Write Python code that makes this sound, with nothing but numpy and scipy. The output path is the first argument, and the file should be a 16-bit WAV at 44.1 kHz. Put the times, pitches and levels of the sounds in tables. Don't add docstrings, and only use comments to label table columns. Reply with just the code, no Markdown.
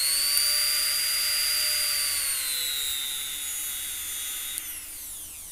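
import sys
import numpy as np
from scipy import signal
from scipy.fft import rfft, irfft
from scipy.io import wavfile
from scipy.ndimage import uniform_filter1d

SR = 44100
rng = np.random.default_rng(int(sys.argv[2]) if len(sys.argv) > 2 else 0)


def generate_wav(sig):
    pcm = np.round(np.clip(np.atleast_2d(sig).T, -1, 1) * 32767).astype(np.int16)
    wavfile.write(sys.argv[1], SR, pcm)


N = 242991
TIME_S = np.arange(N) / SR
BINS_HZ = np.maximum(np.arange(N // 2 + 1) * SR / N, 1)
SLOTS, CHOP_HZ, SWITCH_OFF_S = 8, 140, 4.582
CUTOFF_HZ = 15600


def from_db(db):
    return 10 ** (np.asarray(db) / 20)


def in_time(rows):
    times_s, *columns = np.transpose(rows)
    return [np.interp(TIME_S, times_s, column) for column in columns]


def at_hz(spectrum, hz):
    freqs_hz, levels_db = np.transpose(spectrum)
    return np.interp(np.log(hz), np.log(freqs_hz), levels_db)


def noise(bin_gains):
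    shaped = irfft(rfft(rng.standard_normal(N)) * bin_gains, N)
    return shaped / np.sqrt(np.mean(shaped ** 2) + 1e-20)


def drift(rate_hz):
    return noise(1 / (1 + (BINS_HZ / rate_hz) ** 2))


def speed_gain(shaft_hz, top_db, db_per_decade):
    return from_db(top_db + db_per_decade * np.log10(shaft_hz / shaft_hz.max()))


def resonate(resonances, hz):
    centre_hz, half_width_hz, level_db = np.transpose(resonances)[:, :, None]
    power = (from_db(level_db) / (1 + ((hz - centre_hz) / half_width_hz) ** 2)) ** 2
    total = power.sum(0)
    return np.sqrt(total), (power * (centre_hz - hz)).sum(0) / total


def current_db(shaft_hz, powered, db_per_hz_per_s=0.021):
    accel_hz_per_s = uniform_filter1d(np.gradient(shaft_hz) * SR * powered, size=6000)
    return db_per_hz_per_s * powered * accel_hz_per_s


# f/Hz, relative level/dB
ROOM_SPECTRUM = [(15, 1.5), (33, -3), (62, -9.5), (100, -15), (190, -20.5), (260, -15.5), (430, -20.5),
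                 (1000, -19.5), (4000, -32.5), (15000, -29.5)]
# f/Hz, half width/Hz, level/dB
ROOM_HUMS = [(50.4, 3, -71), (163.5, 2, -73), (310.1, 6.6, -66)]


def room(rumble_db=-52.5, drone_hz=77, drone_db=-62.0, swell_db=2.5, waver_hz=1.19):
    drone_gain = np.sqrt(2) * from_db(drone_db + swell_db * drift(1.7))
    drone_phase = 2 * np.pi * np.cumsum(drone_hz + waver_hz * drift(2.25)) / SR
    hums = sum(from_db(level_db) * noise(1 / (1 + ((BINS_HZ - hz) / half_width_hz) ** 2))
               for hz, half_width_hz, level_db in ROOM_HUMS)
    rumble = from_db(rumble_db) * noise(from_db(at_hz(ROOM_SPECTRUM, BINS_HZ)))
    return drone_gain * np.sin(drone_phase) + hums + rumble


def grip(at_s=2.9, sigma_s=0.031, level_db=-53.0, corner_hz=90):
    swell = np.exp(-.5 * ((TIME_S - at_s) / sigma_s) ** 2)
    return from_db(level_db) * swell * noise(1 / (1 + (BINS_HZ / corner_hz) ** 4))


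# t/s, level/dB, ring f/Hz, length/s
PLASTIC_CLICKS = [(0.3736, -15, 11000, 0.0032), (4.5803, -17.5, 9400, 0.0013)]


def clicks(half_width_hz=1800, tail_s=0.00018, shell_db=-16, shell_hz=6000):
    out, t = np.zeros(N), np.arange(512) / SR
    for at_s, level_db, ring_hz, length_s in PLASTIC_CLICKS:
        scrape = rng.standard_normal(len(t)) * np.exp(-np.maximum(t - length_s, 0) / tail_s)
        start = round(at_s * SR)
        for centre_hz, part_db in [(ring_hz, 0), (shell_hz, shell_db)]:
            band_hz = [centre_hz - half_width_hz, centre_hz + half_width_hz]
            snap = signal.sosfilt(signal.butter(2, band_hz, "band", fs=SR, output="sos"), scrape)
            snap_rms = np.sqrt(np.sum(snap ** 2) / (length_s * SR))
            out[start:start + len(t)] += from_db(level_db + part_db) * snap / snap_rms
    return out


# f/Hz, relative level/dB
FAN_SPECTRUM = [(150, -31.5), (400, -23), (700, -17), (1000, -20.5), (1200, -12), (1450, -1), (1700, -9),
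                (2050, 3.5), (2400, -5), (2800, 1.5), (3200, -8), (3600, -7.5), (4200, -18), (6000, -19),
                (9000, -47)]


def fan(shaft_hz):
    rush = noise(from_db(at_hz(FAN_SPECTRUM, BINS_HZ)))
    return speed_gain(shaft_hz, top_db=-35, db_per_decade=59.3) * rush


# f/Hz, relative level/dB
BRUSH_SPECTRUM = [(1000, -31.5), (3500, -8.5), (5400, -12), (6200, -8.5), (7200, -5.5), (8000, -5.5),
                  (9000, -2), (10200, 0), (11500, -2.5), (13000, -4.5), (14200, -6), (15200, -17.5)]


def brushes(shaft_hz, angle, chop_phase, powered, rub_depth=0.34, spark_depth=0.022, flicker_db=.5):
    sliding = speed_gain(shaft_hz, top_db=-42, db_per_decade=5.9)
    sparking = powered * speed_gain(shaft_hz, top_db=-30.5, db_per_decade=67.4)
    contact = (1 + rub_depth * np.cos(angle)) * (1 + spark_depth * powered * np.cos(chop_phase))
    flicker = from_db(flicker_db * drift(60))
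    hiss = noise(from_db(at_hz(BRUSH_SPECTRUM, BINS_HZ)))
    return np.hypot(sliding, sparking) * flicker * contact * hiss


# shaft order, relative level/dB
ROTOR_ORDERS = [(1, 9.5), (2, 5), (3, 2.5), (4, -1.5), (5, -17), (6, -8.5), (7, -2.5), (9, 4.5), (10, -3),
                (11, -7), (12, -6.5), (13, -8), (14, -4.5), (15, 3.5), (17, 3), (18, 2), (19, -12),
                (20, -2.5), (21, -9), (22, 0), (23, 4), (25, 6), (26, -9), (27, -2), (28, -1), (29, -11),
                (30, 0), (31, 11), (33, 1), (34, -2), (35, -3)]
# f/Hz, gain/dB
HOUSING_RESPONSE = [(500, -14.5), (1200, -6), (2400, -8), (3400, 7.5), (4200, -2.5), (5400, -4.5),
                    (6500, 1.5), (7600, 1.5), (9000, 10.5), (10500, 4), (12000, 3), (13400, -1.5),
                    (14500, -1), (15800, -11)]


def rotor(shaft_hz, angle, powered, coasting_db=-8.0, ripple_db=3.5, modes_from_hz=2500,
          flutter_db=2.4, high_db=7.5, cluster_db=6.5, brush_pair_db=3.5):
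    unbalance = speed_gain(shaft_hz, top_db=-48, db_per_decade=59)
    chatter = speed_gain(shaft_hz, top_db=-50.5, db_per_decade=22)
    chatter *= from_db(current_db(shaft_hz, powered) + coasting_db * (1 - powered))
    grid_hz = np.arange(50, CUTOFF_HZ + 400, 200)
    modes_db = ripple_db * (grid_hz > modes_from_hz) * rng.standard_normal(len(grid_hz))
    housing = from_db(at_hz(HOUSING_RESPONSE, grid_hz) + modes_db)
    housing[-1] = 0
    flutters = [from_db(flutter_db * drift(3.5)) for _ in range(7)]
    high_orders = np.arange(round(ROTOR_ORDERS[-1][0]) + 1, 112)
    slot_phase = 2 * np.pi * (high_orders + .5) / SLOTS
    high_levels_db = high_db + cluster_db * np.cos(slot_phase) + brush_pair_db * np.cos(slot_phase / 2)
    out = np.zeros(N)
    for order, level_db in [*ROTOR_ORDERS, *zip(high_orders, high_levels_db)]:
        drive = (unbalance if order < SLOTS else chatter) * flutters[round(order) % len(flutters)]
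        gain = from_db(level_db) * drive * np.interp(order * shaft_hz, grid_hz, housing)
        if order <= 2:
            gain *= (shaft_hz / shaft_hz.max()) ** 2
        out += gain * np.sin(order * angle + rng.uniform(0, 2 * np.pi))
    return out


# f/Hz, half width/Hz, level/dB
OVERTONE_MODES = [(3470, 1200, -61.5), (6100, 410, -51), (6787, 39, -44), (7640, 1100, -58),
                  (9040, 780, -40.5), (10240, 140, -43), (11000, 350, -40.5), (11970, 350, -39.5),
                  (12800, 1300, -41.5), (14600, 650, -43)]
HARMONICS_DB = [5, -3, -3]


def overtones(shaft_hz, angle, chop_phase, powered, buzz_depth=0.25, current_share=0.35, flutter_db=2.0):
    out = np.zeros(N)
    drive_db = current_share * current_db(shaft_hz, powered)
    for harmonic, level_db in enumerate(HARMONICS_DB, 2):
        response, _ = resonate(OVERTONE_MODES, harmonic * SLOTS * shaft_hz)
        sway = sum(depth * (1 + drift(8) / 2) * np.cos(order * angle + rng.uniform(0, 2 * np.pi))
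                   for order, depth in [(1, .9), (2, .45)])
        throb = 1 + buzz_depth * powered * np.cos(chop_phase) + (1 - powered) * sway
        gain = response * from_db(level_db + drive_db + flutter_db * drift(13))
        out += gain * throb * np.sin(harmonic * SLOTS * angle)
    return np.sqrt(2) * out


# f/Hz, half width/Hz, level/dB
WHINE_MODES = [(2400, 570, -60.5), (2810, 140, -41), (3930, 256, -26.5), (4732, 363, -29)]
# t/s, spread/Hz
SIDEBAND_SPREAD = [(0, 140), (.7, 113), (1.8, 103), (2.2, 177), (3.0, 160), (4.58, 185)]


def whine(shaft_hz, angle, chop_phase, powered, steady_gain=0.4, pull_share=0.49, pull_limit_hz=290,
          flutter_db=2.06, coasting_db=-9.0):
    response, to_resonance_hz = resonate(WHINE_MODES, SLOTS * shaft_hz)
    pull_hz = pull_limit_hz * np.tanh(pull_share * to_resonance_hz / pull_limit_hz)
    spread_hz, = in_time(SIDEBAND_SPREAD)
    tone, power = 0, 1e-12
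    for sideband in range(-3, 6):
        pulsed_gain = powered * np.exp(-.5 * ((sideband * CHOP_HZ - pull_hz) / spread_hz) ** 2)
        gain = (pulsed_gain + steady_gain * (sideband == 0)) * from_db(flutter_db * drift(15))
        tone += gain * np.sin(SLOTS * angle + sideband * chop_phase)
        power += gain ** 2 / 2
    drive = from_db(current_db(shaft_hz, powered) + coasting_db * (1 - powered))
    return response * drive * tone / np.sqrt(power)


# t/s, f/Hz
DRIVEN_SPEED = [(0.0, 533.1), (0.08, 546.3), (0.24, 565.9), (0.51, 587.6), (0.7, 595.0), (1.35, 602.4),
                (1.73, 603.9), (2.07, 577.9), (2.36, 538.7), (2.49, 514.7), (2.72, 480.6), (2.84, 466.3),
                (3.09, 446.1), (3.43, 426.6), (3.79, 419.2), (4.2, 416.4), (4.36, 417.2), (4.58, 414.8)]


def shaft_speed(drag_per_s=.43, friction_hz_per_s=210.3):
    driven_hz, = in_time(DRIVEN_SPEED)
    decay = np.exp(-drag_per_s * np.maximum(TIME_S - SWITCH_OFF_S, 0))
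    return driven_hz * decay - friction_hz_per_s / drag_per_s * (1 - decay)


# t/s, whine gain/dB, rotor and overtone gain/dB
TONE_WAVER = [(0, 1.5, 1.5), (.62, 1, 2.5), (1.05, -1, -3), (1.5, 1, -1), (1.8, 1, 1), (2.65, -2.5, 3.5),
              (3.02, 2.5, 2), (3.4, 1.5, 0), (3.6, -9, 2), (3.72, -1, 0.5), (4.58, 0, -0.5)]


def scene(speed_wobble=.0002, rattle_rad=0.0079):
    shaft_hz = shaft_speed()
    chop_phase = 2 * np.pi * CHOP_HZ * TIME_S + np.pi
    powered = np.clip((SWITCH_OFF_S - TIME_S) * CHOP_HZ, 0, 1)
    angle = 2 * np.pi * np.cumsum(shaft_hz * (1 + speed_wobble * drift(17.5))) / SR
    angle += rattle_rad * (1 - powered) * drift(90)
    motor = (shaft_hz, angle, chop_phase, powered)
    whine_gain, other_gain = from_db(in_time(TONE_WAVER))
    tones = whine_gain * whine(*motor)
    tones += other_gain * (rotor(shaft_hz, angle, powered) + overtones(*motor))
    mono = tones + fan(shaft_hz) + brushes(*motor) + clicks() + grip() + room()
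    return np.array([mono, mono])


def record(dry):
    return irfft(rfft(dry) / np.sqrt(1 + (BINS_HZ / CUTOFF_HZ) ** 240), N)


dry = scene()
out = record(dry)
generate_wav(out)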